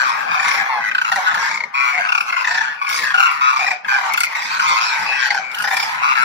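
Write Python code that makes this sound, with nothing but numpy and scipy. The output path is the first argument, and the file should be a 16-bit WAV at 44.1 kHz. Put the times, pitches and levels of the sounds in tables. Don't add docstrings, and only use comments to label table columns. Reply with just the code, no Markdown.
import sys
import numpy as np
from scipy import signal
from scipy.fft import rfft, irfft, next_fast_len
from scipy.io import wavfile
from scipy.ndimage import uniform_filter1d, map_coordinates

SR = 44100
rng = np.random.default_rng(int(sys.argv[2]) if len(sys.argv) > 2 else 0)


def gain_from_db(level_db):
    decades = np.asarray(level_db, float) / 20
    return 10 ** decades


def dump(signal):
    limited = np.clip(np.atleast_2d(signal).T, -1, 1)
    pcm = np.round(limited * 32767).astype(np.int16)
    wavfile.write(sys.argv[1], SR, pcm)


N = 275184


def unit(x):
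    return x / np.sqrt(np.mean(x ** 2) + 1e-20)


def along(points, hz):
    f, v = np.transpose(points)
    return np.interp(np.log(hz + 1), np.log(f + 1), v)


def curve(rows):
    return np.interp(np.arange(N) / SR, *np.transpose(rows))


def bell(middle_s, half_s):
    return np.exp(-((np.arange(N) / SR - middle_s) / half_s) ** 2)


def wobble(rate_hz, size=N):
    knots = int(N * rate_hz / SR) + 4 if size == N else 400
    return map_coordinates(rng.standard_normal(knots), [np.arange(size) * rate_hz / SR])


def filtered(x, response):
    m = next_fast_len(N + 8192)
    return irfft(rfft(x, m) * response(np.fft.rfftfreq(m, 1 / SR)), m)[..., :N]


def noise(spectrum, alike):
    z = signal.stft(rng.standard_normal((2, N)), nperseg=512)[2]
    field = rng.standard_normal(z.shape[1:])
    field = uniform_filter1d(uniform_filter1d(field, size=5, axis=0), size=10, axis=1)
    patchy = signal.istft(z * gain_from_db(4.5 * unit(field)), nperseg=512)[1][:, :N]
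    a, b = filtered(patchy, lambda hz: gain_from_db(along(spectrum, hz)))
    turn = np.arccos(np.clip(alike, 0, 1)) / 2
    common, differing = np.cos(turn) * a, np.sin(turn) * b
    return unit(np.array([common + differing, common - differing]))


# frequency in Hz, level in dB re first tone.
OVERTONES = [(1400, -8), (2600, -11), (3200, -21), (4800, -23), (7500, -30.5), (9000, -69)]
FLUTTER_SHARP = 1.5
OCTAVE_PIVOT = 2.6
FULL_FLUTTER_HZ = 1250


def cry(length_s, hz0, hz1, flutter_hz, flutter, hoarse, attack_s=0.028, shake_db=3, scoop=0.0336,
        dull_db=0):
    t = np.arange(int((length_s + 0.065) * SR)) / SR
    glide_hz = np.interp(t, [0, length_s], [hz0, hz1])
    waver = hoarse * max(FULL_FLUTTER_HZ / hz0, 1) ** 2 * wobble(140.03, size=len(t))
    pitch_hz = glide_hz * (1 - scoop * np.exp(-t / 0.02073) + waver)
    phase = 2 * np.pi * (np.cumsum(pitch_hz) / SR + rng.random())
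    tone = np.sin(phase)
    for k in range(2, 6):
        overtone_db = along(OVERTONES, k * hz0) - dull_db * (k - OCTAVE_PIVOT)
        tone = tone + gain_from_db(overtone_db) * np.sin(k * phase)
    beat = 2 * np.pi * np.cumsum(flutter_hz * (1 + 0.027 * wobble(34.8, size=len(t)))) / SR
    depth = FLUTTER_SHARP * flutter * min(hz0 / FULL_FLUTTER_HZ, 1) ** 2
    shake = gain_from_db(shake_db * wobble(91.2, size=len(t)))
    voice = unit(tone * np.exp(depth * np.cos(beat)) * shake)
    return t, voice * np.clip(t / attack_s, 0, 1) * np.clip((length_s + 0.04 - t) / 0.043, 0, 1)


def chopped(t, rate_hz, rise, fall, leak):
    u = t * rate_hz % 1
    return unit(leak + np.clip(u / rise, 0, 1) * np.exp(-(u / fall) ** 2))


def add(out, s, sound, spread_db, spread_lag, place=None):
    pan, lag = rng.standard_normal(2) if place is None else place
    for c, sign in enumerate((1, -1)):
        start = round(s * SR + sign * spread_lag * lag)
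        heard = sound[max(-start, 0):]
        out[c, max(start, 0):][:len(heard)] += gain_from_db(sign * spread_db * pan) * heard


# start in seconds,
# # length in seconds, first pitch in Hz, last pitch in Hz, level in dB.
NEAREST = [(-.04, 0.08, 1590, 1540, -15.5), (.045, .065, 1480, 1080, -18.5), (.15, 0.16, 1680, 1590, -29.5),
           (.66, 0.099, 1200, 1020, -26.5), (3.2, .1, 1420, 1130, -18.5), (4.68, 0.075, 3620, 3520, -34),
           (4.68, .09, 4750, 4650, -31.5), (4.81, 0.088, 5050, 5250, -28.5), (4.8, .16, 2550, 2500, -29),
           (5.72, 0.052, 2300, 2380, -27), (3.415, .12, 1265, 1310, -14.5), (2.5, .1, 700, 770, -31.5),
           (2.5, .2, 1560, 1600, -26.5), (.7, .06, 1100, 1060, -24), (5.13, 0.14, 1980, 1900, -27),
           (1, 0.066, 350, 450, -44), (3.14, 0.09, 770, 790, -25), (3.665, .015, 2050, 1950, -21),
           (3.675, .05, 2480, 2420, -21), (5.44, 0.1, 2340, 2260, -30), (3.928, 0.19, 834, 758, -30.5),
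           (5.848, 0.11, 1459, 1387, -47), (0.7, .095, 940, 820, -21), (1.75, .16, 2466, 2286, -20.5),
           (1.745, 0.17, 1110, 1130, -23), (1.756, 0.16, 1330, 1410, -22), (2.448, 0.16, 1870, 1740, -20),
           (3.03, 0.1, 1800, 1560, -21), (3.14, 0.13, 1480, 1370, -13), (3.199, 0.15, 1259, 1100, -27),
           (3.418, 0.17, 1140, 1190, -18), (3.574, 0.1, 2290, 2460, -22), (3.674, 0.076, 817, 737, -24.5),
           (3.89, 0.1, 1600, 1540, -17), (4.64, 0.14, 1075, 1060, -20), (4.901, 0.16, 1560, 1520, -23.5),
           (5.073, 0.1, 2620, 2560, -23), (5.2, 0.07, 1620, 1590, -18), (6.032, 0.24, 1320, 1360, -17.5)]
NEAR_FLUTTER_HZ, NEAR_FLUTTER_DEPTH = 127.9, 0.66


def nearest():
    out = np.zeros((2, N + SR))
    for s, length_s, hz0, hz1, db in NEAREST:
        t, voice = cry(length_s, hz0, hz1, NEAR_FLUTTER_HZ, NEAR_FLUTTER_DEPTH, hoarse=.004,
                       attack_s=.012, shake_db=1.2)
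        chop = chopped(t, 31, rise=.2, fall=.6, leak=1.7)
        add(out, s - .012, gain_from_db(db) * voice * chop, spread_db=1, spread_lag=.3)
    return out[:, :N]


# time in seconds, level in dB.
FLOCK = [(0, -17.5), (.28, -17), (.51, -13.5), (.8, -22), (1.15, -18), (1.5, -13.5), (2.05, -18.5),
         (2.51, -16), (2.95, -23), (3.21, -15), (3.38, -21), (3.7, -17.5), (4.05, -14.5), (4.6, -19),
         (5.24, -15.5), (5.76, -15), (6.01, -17), (6.24, -15.5)]
# middle in seconds, half length in seconds, depth in dB.
LULLS = [
    (0.994, 0.086, -2),
    (1.697, 0.15, -17),
    (2.244, 0.047, -5.5),
    (2.76, 0.11, -8),
    (3.794, 0.046, -42),
    (4.237, 0.065, -14),
    (5.455, 0.19, -11.5),
]


def flock_effort_db():
    return curve(FLOCK) + sum(db * bell(s, half_s) for s, half_s, db in LULLS)


def far_birds(count):
    out = np.zeros((2, N + SR))
    for when, how_long, high, glide, pace in rng.random((count, 5)):
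        hz = 830 * 3.2 ** high ** .9
        t, voice = cry(.1 + .2 * how_long, hz, hz * (.86 + .17 * glide), flutter_hz=100 + 90 * pace,
                       flutter=0.51, hoarse=0.035)
        chop = chopped(t, 28 + 9 * pace, rise=0.37, fall=0.27, leak=0.32)
        add(out, when * (N / SR + .2) - .2, voice * chop, spread_db=3.0, spread_lag=8.4)
    out = out[:, :N]
    return out / np.sqrt(np.abs(uniform_filter1d(np.mean(out ** 2, 0), size=6000)) + 1e-9)


# time in seconds, turn away 0-1.
SWING = [
    (0, 0),
    (.8, 0),
    (1.7, 1),
    (3, 0.93),
    (4.2, 1),
    (5.4, 0.23),
    (6.24, 0.1),
]
# frequency in Hz, density in dB per Hz.
HUM = [(15, -62), (25, -32), (59, -27.5), (184, -6), (348, -17.5), (498, -9), (600, -6), (780, -7.5),
       (1320, -120)]
HUM_DB, HUM_SHADOW_DB = -45, -5.5
HUM_GROWS = 0.29


def hum(swell_db):
    hum_db = HUM_DB + HUM_SHADOW_DB * curve(SWING) + HUM_GROWS * swell_db
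    return gain_from_db(hum_db) * noise(HUM, alike=0.85)


def pulsing(voices, power):
    energy = np.mean(voices ** 2, 0)
    quick, slow = (np.abs(uniform_filter1d(energy, size=n)) + 1e-7 for n in (130, 5000))
    return unit((quick / slow) ** power)


# time in seconds, peak in dB.
RASPS = [(0.019, -55), (0.4813, -32), (1.119, -24), (1.158, -24.5), (2.89, -21.5), (2.925, -22),
         (2.9527, -27), (3.878, -40), (4.136, -15.5), (4.1743, -14.5), (4.2037, -12.5), (4.2335, -12.5),
         (5.304, -36), (5.345, -32), (5.515, -27.5), (5.5478, -24.5), (5.585, -25), (5.6223, -22),
         (5.768, -19), (5.255, -35), (5.272, -33), (5.735, -27), (5.8, -24), (5.827, -32), (4.68, -29),
         (1.344, -37)]


def rasps():
    starts, t = np.zeros(N), np.arange(SR // 20) / SR
    s, db = np.transpose(RASPS)
    starts[np.round(s * SR).astype(int)] = gain_from_db(db - 5.0)
    burst = np.clip(t / 0.00082, 0, 1) * np.exp(-(t / 0.0053) ** 0.78)
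    return signal.fftconvolve(starts, burst)[:N]


# middle in seconds, half length in seconds, air in dB,
# hiss over air in dB.
WHEEZES = [(0, 0.12, -33, -13), (0.508, 0.083, -28, -12), (1.1, 0.24, -33.5, -16), (1.51, 0.12, -32, -26),
           (1.862, 0.1, -34.5, -13), (2.207, 0.1, -33, -13), (2.545, 0.11, -27.5, -37),
           (2.969, 0.076, -24, -8.5), (3.18, 0.28, -37.5, -11), (3.63, 0.11, -29.5, -20),
           (4.083, 0.38, -44.5, -37), (4.722, 0.32, -26.5, -19), (5.295, 0.11, -26.5, -54),
           (5.57, 0.037, -47.5, 2), (5.763, 0.12, -28, -9), (6.24, 0.14, -41, -4)]
# frequency in Hz, density in dB per Hz.
AIR = [(1760, -14.5), (3250, 10.5), (3900, 8.5), (4970, 10.5), (6990, 2.5), (8000, -5), (10400, -18.5),
       (17600, -120)]
HISS = [(4820, -28), (8200, -7), (9120, -4), (10200, -2.5), (12500, -3), (15700, -14)]
AIR_DB, AIR_GROWS, HISS_DB, HISS_GROWS = -46.5, 2.65, -50, 1


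def throat_air(voices, swell_db):
    bursts = rasps()
    airy = gain_from_db(AIR_DB + AIR_GROWS * swell_db)
    hissy = gain_from_db(HISS_DB + HISS_GROWS * swell_db)
    for s, half_s, db, hiss_over_air_db in WHEEZES:
        swell = bell(s, half_s)
        airy = airy + gain_from_db(db) * swell
        hissy = hissy + gain_from_db(db + hiss_over_air_db) * swell
    air = (gain_from_db(-3) * airy * pulsing(voices, power=.3) + gain_from_db(3) * bursts) * noise(AIR, alike=.5)
    hiss = (gain_from_db(-2.5) * hissy * pulsing(voices, power=.25) + bursts) * noise(HISS, alike=.35)
    return air + hiss


# start in seconds, length in seconds, first pitch in Hz, level in dB.
PLUNGING = [(.299, 0.25, 1640, -26), (1.109, 0.03, 930, -21), (1.165, .04, 880, -20),
            (1.246, 0.13, 1402, -20.5), (2.056, .11, 1340, -19.5), (2.292, 0.23, 1130, -24.5),
            (2.948, 0.095, 1194, -27), (3.981, .14, 1045, -30.5), (4.039, 0.056, 1420, -31),
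            (4.605, 0.14, 1371, -20), (4.766, 0.23, 2643, -28), (4.95, .2, 927, -32),
            (5.103, 0.21, 1732, -27), (5.242, .17, 906, -26.5), (6.156, 0.088, 1794, -23)]
SAGGING = [(.288, 0.33, 2464, -26), (.299, 0.09, 1267, -20), (.396, 0.24, 1788, -25.5),
           (.785, 0.11, 1594, -24.5), (1.273, .03, 1566, -16), (1.35, .15, 1670, -26.5),
           (1.931, 0.07, 2260, -22), (1.985, 0.16, 1577, -22), (2.303, 0.092, 2200, -25),
           (2.8, .08, 2500, -28), (3.89, 0.09, 2500, -25), (4.502, 0.11, 1346, -25.5),
           (4.654, 0.12, 2340, -24), (5.642, 0.14, 810, -26)]
STEADY = [(.185, 0.046, 1620, -26), (.416, 0.14, 1153, -22.5), (.449, 0.15, 2162, -25),
          (.552, 0.13, 811, -26), (.82, 0.094, 2026, -22.5), (1.302, 0.26, 932, -29.5),
          (1.435, 0.14, 1253, -27), (1.441, 0.16, 2210, -28.5), (1.753, 0.15, 2080, -28),
          (1.943, 0.074, 756, -25.5), (2.152, 0.044, 1384, -24), (2.524, 0.089, 948, -25),
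          (2.559, 0.025, 1520, -27), (2.559, 0.2, 1771, -31.5), (2.847, 0.11, 1500, -23),
          (2.96, .12, 1900, -26), (4.52, .12, 1550, -25), (4.33, .1, 1950, -27), (2.62, .12, 1500, -28),
          (3.158, 0.13, 2814, -24), (3.6, 0.069, 770, -24.5), (4.112, 0.037, 2246, -18.5),
          (4.513, 0.24, 1092, -27), (5.314, 0.084, 1587, -23.5), (5.647, 0.15, 1841, -24.5),
          (5.697, 0.053, 1048, -28), (5.935, 0.18, 1066, -31), (6.061, 0.28, 2266, -31.5)]
RISING = [(.035, 0.17, 1192, -27), (.077, 0.11, 1817, -33), (.362, 0.11, 747, -28.5),
          (.449, 0.061, 920, -27), (1.06, 0.098, 1288, -20.5), (1.145, 0.092, 1045, -31),
          (2.265, 0.24, 1332, -26), (2.814, 0.14, 1135, -23), (3.304, 0.12, 1270, -26),
          (3.592, 0.068, 1163, -26), (4.194, 0.077, 2095, -22), (4.76, 0.11, 1263, -20.5),
          (5.579, .12, 1413, -24), (6.036, 0.1, 2423, -29), (6.02, .12, 1120, -21)]
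PLUNGE, SAG, DRIFT, RISE = .85, .94, 0.97, 1.075
FLUTTER_HZ, FLUTTER_SPREAD = 97.32, 2.2


def bugles():
    out = np.zeros((2, N + SR))
    for cries, glide in ((PLUNGING, PLUNGE), (SAGGING, SAG), (STEADY, DRIFT), (RISING, RISE)):
        for s, length_s, hz, db in cries:
            flutter_hz = FLUTTER_HZ * FLUTTER_SPREAD ** (rng.random() ** 1.542)
            t, voice = cry(length_s, hz, glide * hz, flutter_hz, flutter=.7, hoarse=.009)
            chop = chopped(t, rng.uniform(28, 36), rise=.2, fall=.6, leak=.9)
            add(out, s - .016, gain_from_db(db + 1.0) * voice * chop, spread_db=0.5, spread_lag=1.2)
    return out[:, :N]


# first pulse in seconds, last pulse in seconds, peak in dB,
# main tone in Hz, second tone in Hz.
RATTLES = [(.447, .575, -12.5, 2130, 2600), (.659, .659, -13.5, 1673, 2280), (0.914, .915, -10, 1560, 2500),
           (0.949, 1.015, -5, 1530, 1280), (.396, .428, -13, 1800, 2300), (1.047, 1.047, -8.5, 1380, 2830),
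           (1.312, 1.374, -12.5, 1794, 1520), (1.118, 1.16, -8, 1900, 930), (1.511, 1.574, -13, 2260, 1000),
           (1.605, 1.637, -10, 2208, 977), (2.089, 2.088, -9.5, 2815, 1340), (2.121, 2.206, -8, 1442, 1180),
           (2.122, 2.207, -8, 2700, 2480), (2.447, 2.474, -9, 1846, 2010), (2.326, 2.366, -9, 1456, 2177),
           (2.511, 2.61, -10.5, 1830, 1510), (2.815, 2.975, -10.5, 1170, 1450),
           (2.868, 3.02, -13, 2300, 2620), (3.037, 3.105, -13.5, 1692, 1910),
           (3.143, 3.182, -5, 1480, 2900), (3.175, 3.256, -13, 2780, 2520), (3.53, 3.593, -11, 1190, 1320),
           (3.666, 3.707, -11, 1956, 1010), (3.68, 3.712, -10, 2460, 828),
           (3.847, 3.846, -16.5, 1670, 2540), (3.883, 3.884, -12, 1585, 1050),
           (3.985, 4.035, -14, 1020, 1600), (4.143, 4.142, -8.5, 1287, 2620),
           (4.177, 4.234, -6, 1420, 2600), (4.21, 4.268, -13, 2220, 2520), (4.352, 4.352, -12, 2170, 2020),
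           (4.42, 4.453, -17.5, 2260, 960), (4.595, 4.595, -8, 1450, 2230),
           (5.305, 5.305, -5.5, 2125, 1914), (5.347, 5.347, -10, 864, 2230),
           (5.545, 5.622, -16, 2910, 1450), (5.642, 5.642, -9.5, 1860, 863),
           (5.675, 5.709, -9.5, 1860, 814), (5.768, 5.828, -11.5, 2342, 1450),
           (6.155, 6.155, -11, 1407, 2300)]
PULSE_GAP_S = .032
SECOND_TONE_DB, RATTLE_SAG, RATTLE_FADE_DB = -8, .008, .4


def snap(main_hz, second_hz):
    t, main = cry(.03, main_hz, .82 * main_hz, flutter_hz=150, flutter=.15, hoarse=.016,
                  attack_s=.0018, shake_db=1, scoop=0, dull_db=9)
    t, second = cry(.03, second_hz, .88 * second_hz, flutter_hz=150, flutter=.25, hoarse=.02,
                    attack_s=.0018, shake_db=1, scoop=0, dull_db=7)
    decay = .7 * np.exp(-(t / .0085) ** 3) + .3 * np.exp(-t / .014)
    pulse = (main + gain_from_db(SECOND_TONE_DB) * second) * decay
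    return pulse / np.abs(pulse).max()


def rattles():
    out, others_gain = np.zeros((2, N + SR)), np.ones(N)
    closing = .9 * np.hanning(int(.026 * SR))
    for first, last, db, main_hz, second_hz in RATTLES:
        place = rng.standard_normal(2)
        count = round(abs(last - first) / PULSE_GAP_S) + 1
        for k, s in enumerate(np.linspace(first, last, count)):
            sag = 1.02 - RATTLE_SAG * k
            pulse = gain_from_db(db - RATTLE_FADE_DB * k) * snap(sag * main_hz, sag * second_hz)
            add(out, s - .001, pulse, spread_db=0.7, spread_lag=.25, place=place)
            end = round((s + 0.0048) * SR)
            hush = np.clip((db + 17) / 8, .2, 1)
            others_gain[end - len(closing):end] *= 1 - closing * hush
    return out[:, :N], others_gain


# frequency in Hz, t60 in seconds.
YARD = [(300, 0.61), (8000, 0.23)]


def yard(x):
    hz, t, z = signal.stft(rng.standard_normal((2, SR // 2)), SR, nperseg=256)
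    decay = gain_from_db(-60 * t / along(YARD, hz)[:, None])
    tail = signal.istft(z * decay, SR, nperseg=256)[1]
    late = np.pad(x, ((0, 0), (350, 0)))
    return signal.fftconvolve(late, tail / np.linalg.norm(tail[0]), axes=1)[:, :N]


LAG_S = 0.00052


def left_delay(hz):
    return np.exp(-2j * np.pi * LAG_S * hz / (1 + (1080 / (hz + 1)) ** 8))


def scene():
    far_db = flock_effort_db()
    swell_db = far_db - far_db.mean()
    chorus = gain_from_db(far_db - 6.5) * far_birds(count=380)
    pulses, others_gain = rattles()
    voices = pulses + others_gain * (bugles() + nearest() + chorus)
    voices = filtered(voices, lambda hz: 1 / (1 + (560 / (hz + 1)) ** 8))
    flock = voices + throat_air(voices, swell_db)
    flock = flock + gain_from_db(-8.5) * yard(flock - 0.66 * pulses)
    flock[0] = filtered(flock[0], left_delay)
    return flock + hum(swell_db)


# frequency in Hz, threshold re neighbours' rms below which a cell is silent.
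THINNING = [(3100, .25), (6500, .55), (8300, 1.15), (14000, 1.35)]


def thinned(x):
    hz, _, z = signal.stft([x[0] + x[1], x[0] - x[1]], SR, nperseg=2048)
    power = uniform_filter1d(uniform_filter1d(np.abs(z) ** 2, size=30, axis=1), size=3, axis=2)
    around = np.sqrt(power + 1e-20)
    strong = np.abs(z) > around * along(THINNING, hz)[:, None]
    keep = strong | (hz[:, None] < THINNING[0][0])
    mid, side = signal.istft(z * keep, SR, nperseg=2048)[1][:, :N]
    return np.array([mid + side, mid - side]) / 2


# frequency in Hz, left minus right in dB.
PORTS = [(100, 0), (700, -3), (1290, 3.5), (2380, 6), (4400, -3.5), (8120, -5.5), (15000, 5)]


def ports(x):
    return filtered(x, lambda hz: gain_from_db(along(PORTS, hz) * np.array([[.5], [-.5]])))


def overloaded(x):
    excess = x - x / (1 + np.abs(x / .88) ** 8) ** (1 / 8)
    return x - filtered(excess, lambda hz: hz > 550)


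def top_cut(x):
    return signal.sosfilt(signal.butter(12, 16270, fs=SR, output="sos"), x)


def record(dry):
    x = overloaded(ports(dry))
    x = filtered(x, lambda hz: (hz < 15850) / (1 + (50 / (hz + 1)) ** 4))
    return top_cut(thinned(x))


dry = scene()
out = record(dry)
dump(out)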